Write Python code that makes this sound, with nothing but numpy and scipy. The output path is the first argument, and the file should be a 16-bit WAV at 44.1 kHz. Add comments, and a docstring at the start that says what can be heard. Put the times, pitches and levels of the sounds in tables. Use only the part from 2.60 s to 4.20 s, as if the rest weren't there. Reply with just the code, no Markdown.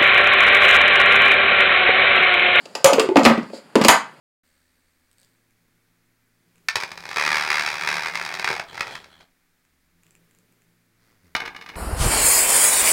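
"""A quiet kitchen, a small microphone close to a food processor bowl. The plastic lid touches down
lightly, then is knocked on: each contact thuds, clacks and ticks, and the hardest overload the
microphone. The air in the bowl rings lower and lower as the gap under the lid closes. The lid
settles, rubs briefly near 1 s and is twisted until it snaps shut at 1.28 s. The kitchen's short
echo dies away into a steady hush."""
import sys
import numpy as np
from scipy import signal
from scipy.fft import rfft, irfft
from scipy.io import wavfile

SR = 44100
rng = np.random.default_rng(int(sys.argv[2]) if len(sys.argv) > 2 else 0)


def wrap_up_sound(samples):
    """Save the sound to the file named by the first command line argument, as 16-bit audio."""
    columns = np.atleast_2d(samples).T
    # keep every value between -1 and 1, then stretch to whole-number steps
    tamed = np.clip(columns, -1, 1)
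    steps = np.round(tamed * 32767).astype(np.int16)
    wavfile.write(sys.argv[1], SR, steps)


N = 70560
TIME = np.arange(N) / SR
LID_T60_S = 0.11

# lid meets bowl: t/s, air ring/dB, thud/dB, thud centre/Hz, clack/dB, tick/dB,
# tick t60/s (long where the lid grazes)
CONTACTS = [ (0.0554, -56, -30.5, 560, -46.5, -36, 0.033), (0.1512, -43, -15.5, 720, -28, -21.5, 0.043),
            (0.244, 5, -2, 580, -8, 2.5, 0.017), (.257, -13.5, -0.5, 1030, -1.5, -30, 0.014),
            (.322, -12.5, -4.5, 560, -37, -42, 0.025), (0.3327, -9, -12, 222, -18, -13.5, 0.037),
            (.3825, -11.5, -21, 485, -21.5, -44, 0.047), (.396, -28, -8, 454, -15, -12.5, 0.033),
            (0.441, -17.5, -25, 368, -38, -52, 0.011), (0.4891, -12, -17, 470, -22.5, -38, 0.0083),
            (0.5578, -4.5, 4, 710, -14, -28, 0.026), (.568, -3.5, 0.5, 265, -11, -19, 0.051),
            (.594, -21, -8, 765, -32, -27, 0.012), (0.633, -11.5, -15, 290, -48, -23.5, 0.034),
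            (0.643, -14, -46, 296, -45, -22.5, 0.036), (.651, -17, -2, 300, -8.5, -11.5, 0.043),
            (.659, -43, 1, 584, -6.5, -24, 0.049), (0.664, -0.5, 1, 256, -12, -43, 0.0076),
            (.699, -14.5, -8, 493, -19, -35, 0.019), (0.776, -23, -10.5, 263, -27.5, -61, 0.043),
            (0.83, -39, -31, 220, -55, -45, .03), (0.9, -56, -32, 555, -45, -58, 0.015),
            (.931, -59, -20.5, 424, -45.5, -58, 0.047), (1.155, -16.5, 2, 390, -13, -15, 0.029),
            (1.2133, -10.5, -18.5, 260, -16, -20.5, 0.05), (1.2385, -10, -31.5, 297, -20.5, -17, 0.032),
            (1.2478, -49, 0, 420, -12, -10.5, 0.038), (1.2834, -6.5, -13.5, 570, 1.5, 3.5, 0.016),
            (1.29, -20, -4, 453, -2, -10, 0.031)]


def from_db(db):
    """Decibels to gain."""
    return 10 ** (np.asarray(db) / 20)


def at_hz(points, hz):
    """Read a table on a log-frequency axis."""
    f, value = np.transpose(points)
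    return np.interp(np.log(np.maximum(hz, 1)), np.log(f), value)


def dying(t, t60):
    """Exponential decay that starts at t = 0."""
    return (t >= 0) * np.exp(-np.log(1000) * np.maximum(t, 0) / t60)


def coloured(x, spectrum):
    """Causal (minimum-phase) filter with the given spectral shape; keeps the power of white noise."""
    size = 4096
    gain = from_db(at_hz(spectrum, np.arange(size // 2 + 1) * SR / size))
    cepstrum = irfft(np.log(gain / np.sqrt(np.mean(gain ** 2))))
    fold = 1 + np.sign(size // 2 - np.arange(size))
    fold[0] = 1
    response = irfft(np.exp(rfft(cepstrum * fold)))
    return signal.fftconvolve(x, response)[:N]


def struck(modes, times, levels_db, scatter_db):
    """Clicks (level per blow, or per blow and mode) ring modes, each struck a little differently."""
    out = np.zeros(N)
    strength_db = levels_db + scatter_db * rng.standard_normal((len(times), len(modes)))
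    for k, (hz, db, t60) in enumerate(modes):
        clicks = np.zeros(N)
        clicks[(np.asarray(times) * SR).astype(int)] = from_db(db + strength_db[:, k])
        radius, angle = np.exp(-np.log(1000) / (t60 * SR)), 2 * np.pi * hz / SR
        resonator = [1, -2 * radius * np.cos(angle), radius * radius]
        out += (-1) ** k * signal.lfilter([1, -1], resonator, clicks + 1e-18)
    return out


def crack(times, levels_db, t60s, spectrum):
    """Countless short modes: a burst of noise that dies after each contact."""
    envelope = sum(from_db(db) * dying(TIME - s, t60) for s, db, t60 in zip(times, levels_db, t60s))
    return coloured(envelope * rng.standard_normal(N), spectrum)


def room_tone():
    """The kitchen's steady, low hush."""
    # spectrum of the hush: f/Hz, relative level/dB
    colour = [(30, -37), (150, 9.5), (400, 1), (1400, -3.5), (3200, -12.5), (5000, -31), (9500, -21),
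              (15000, -35)]
    return from_db(-50.5) * coloured(rng.standard_normal(N), colour)


def knocks():
    """Lid strikes bowl with a thud, clack and tick; where it lands decides which wall modes thud."""
    # modes of the bowl wall, damped by the food and the hand: f/Hz, level/dB, t60/s
    wall_modes = [(184.5, -13, 0.13), (235.6, -7.5, 0.11), (270.5, -7.5, .08), (311.4, -8, 0.083),
                  (415, -3, 0.038), (537.4, -5, 0.06), (609, -5, 0.038), (704, -6.5, 0.049),
                  (886.4, -10, 0.067)]
    # modes of the lid: f/Hz, level/dB
    lid_modes = [(920, -18.5), (1164, -10.5), (1435, -19), (2490, -20)]
    # dense short modes of the plastic, heard as a clack: f/Hz, relative level/dB
    clack_colour = [(300, -34), (600, 0), (950, 1), (1800, -3), (2700, -2.5), (3800, -13), (12000, -37)]
    # its higher modes, heard as a tick: f/Hz, relative level/dB
    tick_colour = [(1200, -42), (2600, -0.5), (3700, -6), (4900, 2), (6200, -11), (7100, -3.5), (8500, -14),
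                   (16000, -35.5)]
    # top end that only hard blows reach: f/Hz, relative level/dB
    top_colour = [(4500, -16.5), (6900, -2.5), (10000, -6), (16000, -22.5)]
    times, _, thud_db, centre_hz, clack_db, tick_db, tick_t60 = np.transpose(CONTACTS)
    octaves = np.log2(np.array(wall_modes)[:, 0] / centre_hz[:, None])
    mode_db = thud_db[:, None] - 8 * octaves ** 2   # 8 dB weaker one octave from the thud's centre
    thuds = struck(wall_modes, times, mode_db, scatter_db=1.5)
    thuds = signal.sosfilt(signal.butter(2, 1790, fs=SR, output="sos"), thuds)   # padded push: no treble
    lid = struck([(hz, db, LID_T60_S) for hz, db in lid_modes], times, clack_db[:, None], scatter_db=2)
    ticks = crack(times, tick_db, tick_t60, tick_colour)
    top = crack(times, 1.64 * tick_db - 2, tick_t60, top_colour)   # grows faster than the tick
    clacks = crack(times, clack_db, 2.12 * tick_t60, clack_colour)
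    return thuds + lid + clacks + ticks + top


def bowl_air():
    """Each contact rings the enclosed air at the pitch that the gap allows; the level flutters."""
    # air resonance, falling as the gap closes: t/s, f/Hz
    pitch = [(.24, 553.7), (.33, 515), (.40, 447), (.48, 366), (.54, 388.8), (.575, 289.6), (.66, 243.6),
             (.76, 214), (1.2, 220.3)]
    overtone_ratio, overtone_db = 2.3, -16.5
    flutter_db, flutter_cutoff_hz = 5.5, 47.4
    phase = 2 * np.pi * np.cumsum(np.interp(TIME, *np.transpose(pitch))) / SR
    ring = 0
    for start, db, *_ in CONTACTS:
        turn = phase - phase[int(start * SR)]
        tone = np.sin(turn) - from_db(overtone_db) * np.sin(overtone_ratio * turn)
        ring = ring + from_db(db) * dying(TIME - start, t60=.13) * tone
    smoothing = signal.butter(2, flutter_cutoff_hz, fs=SR, output="sos")
    flutter = signal.sosfilt(smoothing, rng.standard_normal(N))
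    return ring * from_db(flutter_db * flutter / flutter.std())


def kitchen_echo(x):
    """The room's diffuse echo in half-octave bands, the highest treble dying first."""
    # reverberation time: f/Hz, t60/s
    decay = [(100, 0.48), (400, 0.2127), (1500, 0.3237), (3000, 0.2963), (7000, 0.23), (14000, 0.13)]
    # strength of the echo: f/Hz, level/dB
    colour = [(100, -4), (230, -4.5), (550, -5.5), (1100, -1), (3000, -8.5), (7000, -7.5), (14000, -6)]
    delay_s, build_s = 0.0013, 0.0069
    t = TIME[:N // 2] - delay_s
    build_up = 1 - np.exp(-np.maximum(t, 0) / build_s)
    edges_hz = 70 * 2 ** np.arange(0, 8.1, .5)
    white = rng.standard_normal((2, len(t)))
    response = 0
    for k, (low, high) in enumerate(zip(edges_hz, edges_hz[1:])):
        hz = np.sqrt(low * high)
        tail = white[k % 2] * dying(t, at_hz(decay, hz)) * build_up
        band = signal.sosfilt(signal.butter(2, [low, high], "band", fs=SR, output="sos"), tail)
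        band *= np.sqrt(2 * (high - low) / SR / np.sum(band ** 2))   # unit gain in the band
        response = response + from_db(at_hz(colour, hz)) * band
    return signal.fftconvolve(x, response)[:N]


def rim_rub():
    """Plastic slides on plastic: a faint, thin hiss swells briefly."""
    # swell of the rub, end levels held before and after: t/s, level/dB
    swell = [(.92, -57.5), (.945, -43.5), (.975, -45), (1.02, -64.5)]
    # spectrum of the sliding rim: f/Hz, relative level/dB
    colour = [(3500, -3), (4700, 9.5), (6000, -11.5), (7100, 0), (14000, -26.5)]
    envelope = from_db(np.interp(TIME, *np.transpose(swell)))
    return coloured(envelope * rng.standard_normal(N), colour)


def latch():
    """The latch snaps home and the locked lid rings."""
    # modes of the locked lid: f/Hz, level/dB
    locked_modes = [(772, -9), (982, 2), (1480, -9), (1566, -13), (1766, -7), (2018, -9), (2524, -9)]
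    modes = [(hz, db, LID_T60_S) for hz, db in locked_modes]
    return struck(modes, times=[1.284], levels_db=-5, scatter_db=.5)


def scene():
    """Lid and bowl close up, the kitchen's echo and room tone behind them, in mono."""
    plastic = knocks() + latch() + rim_rub()
    air = bowl_air()
    hush = room_tone()
    echo = kitchen_echo(plastic + from_db(-2.5) * air)   # the air ring carries less than the plastic
    return (plastic + air + echo + hush)[None]


def record(dry):
    """The small microphone loses the bass and flattens the loudest peaks; rumble and the top are cut."""
    bass_cut_hz, rumble_cut_hz, top_cut_hz = 138, 90, 15800
    ceiling, knee = .8, 3.14
    thin = signal.sosfilt(signal.butter(2, bass_cut_hz, "high", fs=SR, output="sos"), dry)
    clipped = thin / (1 + np.abs(thin / ceiling) ** knee) ** (1 / knee)
    clipped = signal.sosfilt(signal.butter(1, rumble_cut_hz, "high", fs=SR, output="sos"), clipped)
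    return signal.sosfilt(signal.ellip(10, .1, 80, top_cut_hz, fs=SR, output="sos"), clipped)


dry = scene()
out = record(dry)
wrap_up_sound(out)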